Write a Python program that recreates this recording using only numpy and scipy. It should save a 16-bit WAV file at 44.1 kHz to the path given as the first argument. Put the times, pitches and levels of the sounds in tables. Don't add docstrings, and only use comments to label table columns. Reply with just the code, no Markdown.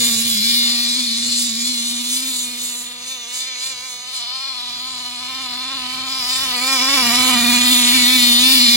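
import sys
import numpy as np
from scipy import signal
from scipy.fft import rfft, irfft
from scipy.io import wavfile
from scipy.ndimage import uniform_filter1d

SR = 44100
rng = np.random.default_rng(int(sys.argv[2]) if len(sys.argv) > 2 else 0)


def inscribe(sig):
    pcm = np.round(np.clip(np.atleast_2d(sig).T, -1, 1) * 32767)
    wavfile.write(sys.argv[1], SR, pcm.astype(np.int16))


N = 386316
T = np.arange(N) / SR
HZ = np.fft.rfftfreq(N, 1 / SR)

# time_s, speed_hz
CRUISE_SPEED = [(0.0, 238), (1.8, 240), (2.6, 244.9), (6.0, 245.5), (8.76, 240.4)]
# start_s, length_s, change_hz
SPEED_SURGES = [(0.084, 0.11, -15.5), (0.285, 0.12, -29.5), (0.923, 0.072, 12.5), (1.044, 0.095, -11.5),
                (1.48, 0.054, -20.5), (1.659, 0.031, 12), (1.765, 0.044, -7), (2.06, 0.239, 19.5),
                (3.047, 0.087, 16.5), (3.167, 0.077, -10.5), (3.296, 0.2, 13.5), (3.594, 0.097, 21.5),
                (3.795, 0.063, 13.5), (4.009, 0.14, 13.5), (4.17, 0.08, -7.5), (4.259, 0.227, 25.5),
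                (4.781, 0.13, 15), (5.198, 0.229, 17.5), (5.558, 0.2, 24.5), (5.821, 0.34, 19.5),
                (6.255, 0.19, 24.5), (6.602, 0.13, 26), (6.801, 0.15, 38.5), (7.012, 0.094, -12.5),
                (7.07, 0.22, 12.5), (7.331, 0.083, -7.5), (7.621, 0.11, 7.5), (7.911, 0.044, 17),
                (8.057, 0.086, 15.5), (8.388, 0.15, 25), (8.649, 0.022, -7.5)]
# time_s, boom_db, octave_db, pipe_db
TAILPIPE_LEVELS = [(0.0, -27.5, -42, -41.5), (0.42, -29, -59, -53), (0.68, -30.5, -53.5, -43.5),
                   (1.35, -31, -56.5, -53), (2.0, -32.5, -56.5, -47), (2.65, -41.5, -54, -48),
                   (3.2, -54.5, -56, -47), (4.05, -61.0, -58, -45), (4.3, -63, -71, -41),
                   (4.8, -49, -65, -42.5), (5.9, -40, -65, -37.5), (6.38, -44, -56, -36.5),
                   (6.6, -36.5, -43, -30.5), (6.87, -29.5, -43, -27), (7.2, -25.5, -42, -25.5),
                   (7.42, -21.0, -46.5, -28), (8.0, -23.5, -46, -34), (8.76, -23, -44.5, -37.5)]
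# time_s, bark_db, ring_db, rasp_db
EDGE_LEVELS = [(0.0, -29.0, -17.5, -17), (0.25, -31.5, -20, -23.5), (0.5, -29, -14.5, -24.5),
               (1.1, -35, -20.5, -27.5), (1.3, -36.5, -20.5, -24), (2.2, -35.5, -26.5, -29),
               (2.7, -38.5, -33, -32.5), (2.95, -40.5, -36.5, -40), (3.55, -34, -30.5, -41),
               (4.0, -39.5, -35.0, -38.5), (4.28, -39.5, -26.5, -43.5), (5.1, -37.5, -30, -37.5),
               (5.7, -32.5, -27.5, -40), (6.05, -33, -29, -38), (6.75, -25.5, -22, -27),
               (7.35, -21.5, -18.5, -23), (8.2, -20, -15, -19.5), (8.76, -22.5, -10.5, -22.5)]
# time_s, gas_db
RAGGEDNESS = [(0, -6), (0.6, -8), (1.3, -4), (1.7, -7), (2.7, -3), (3.2, -6), (4, -6), (4.25, -3), (6, -3),
              (6.7, -5), (7.2, -2), (7.7, -4), (8.45, -10), (8.76, -5)]
# time_s, level_db
BURBLE_LEVEL = [(0, -40), (0.35, -48), (0.6, -57), (1.4, -52), (2.5, -66), (4.3, -78), (5.4, -65),
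                (6.3, -85), (8, -73)]
# pitch_hz, width_hz, level_db
PIPE_MODES = [(675, 110, 17.5), (980, 316, 19), (1340, 160, 11.5), (1580, 190, -10)]
CHAMBER_MODES = [(2157, 70, -3.5), (2450, 344, 4.5), (2958, 320, -2)]
SILENCER_MODES = [(3685, 180, -1), (4140, 535, 3.5), (4906, 250, -4.5)]
OUTLET_MODES = [(5680, 370, 0), (6200, 300, 5.5), (6940, 540, 6.5), (7455, 490, 5), (9040, 1500, -1),
                (9760, 850, 5)]
SPIT_MODES = [(10560, 1200, -2), (13700, 410, -6.5), (13100, 280, -4.5), (15920, 450, 3.5)]
# time_s, spit_over_rasp_db
SPIT_AIM = [(0, 0), (0.6, 1.5), (1.2, -10), (2.2, -3.5), (2.7, -2.5), (3.5, -6), (5.7, -5), (6.3, -1),
            (7.2, -0.5), (7.7, 2), (8.76, 3)]
# time_s, lift_db
RUTS = [(1.411, 4.5), (1.68, 4.5), (1.89, 4), (2.149, 7), (2.38, 7.5), (2.66, 5), (2.8, 4.5), (3.085, 7),
        (3.385, 13.5), (3.66, 12), (3.901, 6), (4.18, 9), (6.33, 5)]
# start_s, end_s, pitch_hz, width_hz, level_db
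WHINE_NOTES = [(0.6, 1.453, 4180, 300, -27), (2.1, 3.85, 3540, 239.4, -37),
               (2.936, 4.147, 6370, 244, -37.5), (4.099, 4.454, 4596, 695, -47),
               (4.102, 6.1, 4090, 299.5, -36.5), (4.135, 6.6, 1040, 136, -49.5),
               (6.04, 6.546, 5040, 200.6, -24.5), (6.306, 7.6, 4430, 498.7, -28),
               (6.585, 7.05, 1069, 134.2, -46), (6.593, 7.294, 5070, 237, -20),
               (6.495, 8.3, 2140, 300, -30.5), (7.242, 7.701, 2436, 180, -26.5),
               (7.604, 8.9, 3456, 297, -21)]
# time_s, level_db
SPRAY_LEVEL = [(0, -40), (2.5, -46), (4, -52), (6, -49), (6.7, -38), (7.2, -31), (7.7, -34), (8.2, -37),
               (8.76, -39)]
CHASSIS_LEVEL = [(0, -48), (0.6, -50), (0.95, -56), (1.3, -53.5), (2.2, -57.5), (3.4, -62), (4.4, -59.5),
                 (5.3, -51), (6, -48.5), (6.6, -47), (7.35, -39), (8.2, -42.5), (8.76, -46)]
# pitch_hz, level_db
SPRAY_TONE = [(200, -10), (900, -17), (2200, 9), (5000, -13), (10000, -1), (16000, -27)]
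CHASSIS_TONE = [(20, -17), (50, -4), (90, 0), (125, 0), (170, -1.5), (350, -9), (700, -12), (1500, -4.5),
                (3000, -43.5)]
AIR_TONE = [(20, -5), (100, -6), (200, 2), (400, -24), (1000, -16), (4000, -22), (16000, -31)]
# pitch_hz, left_over_right_db
MIC_BALANCE = [(60, -1), (250, -5.5), (800, -2), (1400, 1.5), (2400, -4.5), (2850, -21), (3400, -1),
               (4100, 1.5), (4750, 11), (5600, -3.5), (7500, -6.5), (9900, 4.5), (12000, 2), (15000, -6)]
# pitch_hz, left_lead_rad
MIC_PHASE = [(1300, 0.5), (2450, -1.5), (2800, -5), (3300, -4.5), (4500, -4.5), (4800, -7.5), (5400, -1.5),
             (6100, -0.97), (7200, -1.26), (9500, 2), (12500, 5.5), (16000, 3.5)]


def engine(load_db_per_hz=.03, ring_share=.41):
    boom_db, octave_db, pipe_db = curves(TAILPIPE_LEVELS)
    bark_db, ring_db, rasp_db = curves(EDGE_LEVELS)
    rough = gain(curves(RAGGEDNESS)[0])
    surge_hz, bump_db = surge(), bucking()
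    turns = crankshaft(curves(CRUISE_SPEED)[0] + surge_hz, rough)
    pulses, puffs = firings(turns, rough), rough * gas_puffs(turns)
    smooth, grainy, coarse, harsh = (normalise(pulses + share * puffs) for share in (.25, .55, .9, 1.5))
    boom = normalise(np.sin(2 * np.pi * turns)) * gain(boom_db + 1.2 * wobble(55))
    octave = np.sin(4 * np.pi * turns)
    octave = normalise(octave) * gain(octave_db + 3.1 * wobble(70))
    burble = np.sin(np.pi * turns) * wobble(52) * gain(curves(BURBLE_LEVEL)[0])
    pipe = resonate(smooth, PIPE_MODES, 672, 1450) * gain(pipe_db + 1.25 * wobble(60))
    bark = resonate(coarse, CHAMBER_MODES, 1380, 3280) * gain(bark_db)
    ring = resonate(coarse, SILENCER_MODES, 3190, 5630) * gain(ring_db + ring_share * bump_db)
    rasp = resonate(harsh, OUTLET_MODES, 6110, 9720) * gain(rasp_db + bump_db)
    spit = resonate(harsh, SPIT_MODES, 8930, 21500) * gain(rasp_db + bump_db + curves(SPIT_AIM)[0])
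    edge = bark + ring + rasp * gain(1.3 * wobble(35)) + spit * gain(1.8 * wobble(22))
    load = gain(load_db_per_hz * surge_hz)
    return boom + octave + burble + (pipe + near_reflections(edge)) * load + whines(grainy)


def surge(curve=.7, settle_s=.039):
    surge_hz = 0
    for start_s, length_s, change_hz in SPEED_SURGES:
        build = np.clip((T - start_s) / length_s, 0, 1) ** curve
        settle = np.exp(-np.clip(T - start_s - length_s, 0, 1) / settle_s)
        surge_hz += change_hz * build * settle
    return surge_hz


def bucking(half_length_s=.07):
    return sum(db * np.exp(-np.minimum(abs(T - s) / half_length_s, 10) ** 2) for s, db in RUTS)


def crankshaft(speed_hz, rough, gearing=15):
    wheel_turns = np.cumsum(speed_hz / gearing * (1 + .2 * wobble(16))) / SR
    throb = rough * np.sin(2 * np.pi * wheel_turns) * (1 + .3 * wobble(9))
    flutter = rough * wobble(120)
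    return np.cumsum(speed_hz * (1 + .025 * throb + .0095 * flutter)) / SR


def firings(turns, rough, return_s=.0017):
    times = np.interp(np.arange(1, int(turns[-1])), turns, T)
    lateness, strength = rng.standard_normal((len(times), 2)).T
    times += .00003 * np.interp(times, T, rough) ** 2 * lateness
    burn_runs = np.interp(times, T, wobble(110))
    sizes = gain(.4 * strength + .6 * burn_runs)
    drift_s = .00003 * np.interp(times, T, wobble(14))
    bounce = clicks(times + return_s + drift_s, sizes)
    return normalise(clicks(times, sizes) + .5 * bounce)


def gas_puffs(turns):
    burst = np.exp(-(turns % 1) / .16) + .45
    return normalise(burst * rng.standard_normal(N))


def whines(drive, fade_s=.14, lag_s=.0021):
    drive, out = np.roll(drive, int(lag_s * SR)), 0
    for start_s, end_s, hz, width_hz, db in WHINE_NOTES:
        swell = np.clip(np.minimum(T - start_s, end_s - T) / fade_s, 0, 1)
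        out += gain(db) * swell * resonate(drive, [(hz, width_hz, 0)], .8 * hz, 1.25 * hz)
    return out


def snow_spray():
    return noise(SPRAY_TONE, width=.8) * gain(curves(SPRAY_LEVEL)[0] + 1.5 * wobble(30))


def chassis_rumble():
    return noise(CHASSIS_TONE, width=.34) * gain(curves(CHASSIS_LEVEL)[0] + 3.5 * wobble(16))


def near_reflections(x, count=5, share=.28):
    out = np.array([x, x])
    for channel in out:
        for lag_s in np.linspace(.0004, .003, count) * rng.uniform(.85, 1.15, count):
            channel += share * np.interp(T - lag_s - .00007 * wobble(7), T, x)
    return out / np.sqrt(1 + count * share ** 2)


def field_echo(x, echo_db=-19, fade_s=1.0, first_s=.034, band_hz=(700, 5000)):
    t = T[:SR]
    tail = rng.standard_normal((2, SR)) * gain(-60 * t / fade_s) * (t > first_s)
    tail /= np.sqrt(np.sum(tail[0] ** 2))
    tail = signal.sosfilt(signal.butter(1, band_hz, "band", fs=SR, output="sos"), tail)
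    return gain(echo_db) * signal.fftconvolve(x, tail, axes=1)[:, :N]


def winter_air(level_db=-61):
    return gain(level_db) * noise(AIR_TONE, width=.17)


def gain(db):
    return 10 ** (np.asarray(db) / 20)


def normalise(x):
    return x / np.sqrt(np.mean(x ** 2))


def curves(table):
    times, *columns = np.transpose(table)
    return [np.interp(T, times, column) for column in columns]


def spectrum(points):
    hz, value = np.transpose(points)
    return np.interp(np.log(HZ + 1), np.log(hz), value)


def noise(tone, width):
    mid, side = irfft(rfft(rng.standard_normal((2, N))) * gain(spectrum(tone)), N)
    return normalise(np.array([mid + width * side, mid - width * side]))


def wobble(rate_hz):
    hold = int(SR / rate_hz)
    steps = rng.standard_normal(4000)[np.arange(N) // hold]
    return 1.3 * uniform_filter1d(uniform_filter1d(steps, hold), hold)


def clicks(times, sizes):
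    centres = times[:, None] * SR
    taps = np.floor(centres).astype(int) + np.arange(-5, 7)
    shape = np.sinc(taps - centres) * np.cos(np.pi * (taps - centres) / 12) ** 2
    return np.bincount(np.clip(taps, 0, N).ravel(), (sizes[:, None] * shape).ravel(), N + 1)[:N]


def resonate(x, modes, low_hz, high_hz):
    ringing = sum(gain(db) * signal.lfilter(*signal.iirpeak(hz, hz / width_hz, fs=SR), x)
                  for hz, width_hz, db in modes)
    band = signal.butter(3, [low_hz, min(high_hz, .47 * SR)], "band", fs=SR, output="sos")
    return normalise(signal.sosfilt(band, ringing))


def scene():
    motor = engine()
    return motor + snow_spray() + chassis_rumble() + field_echo(motor) + winter_air()


def record(dry, top_hz=15800):
    balance, lead = gain(spectrum(MIC_BALANCE)), spectrum(MIC_PHASE)
    openings = np.array([balance * np.exp(.5j * lead), np.exp(-.5j * lead)])
    openings *= np.sqrt(2 / (1 + balance ** 2))
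    heard = np.clip(irfft(rfft(dry) * openings, N), -1, 1)
    return signal.sosfilt(signal.ellip(10, .2, 70, top_hz, fs=SR, output="sos"), heard)


dry = scene()
out = record(dry)
inscribe(out)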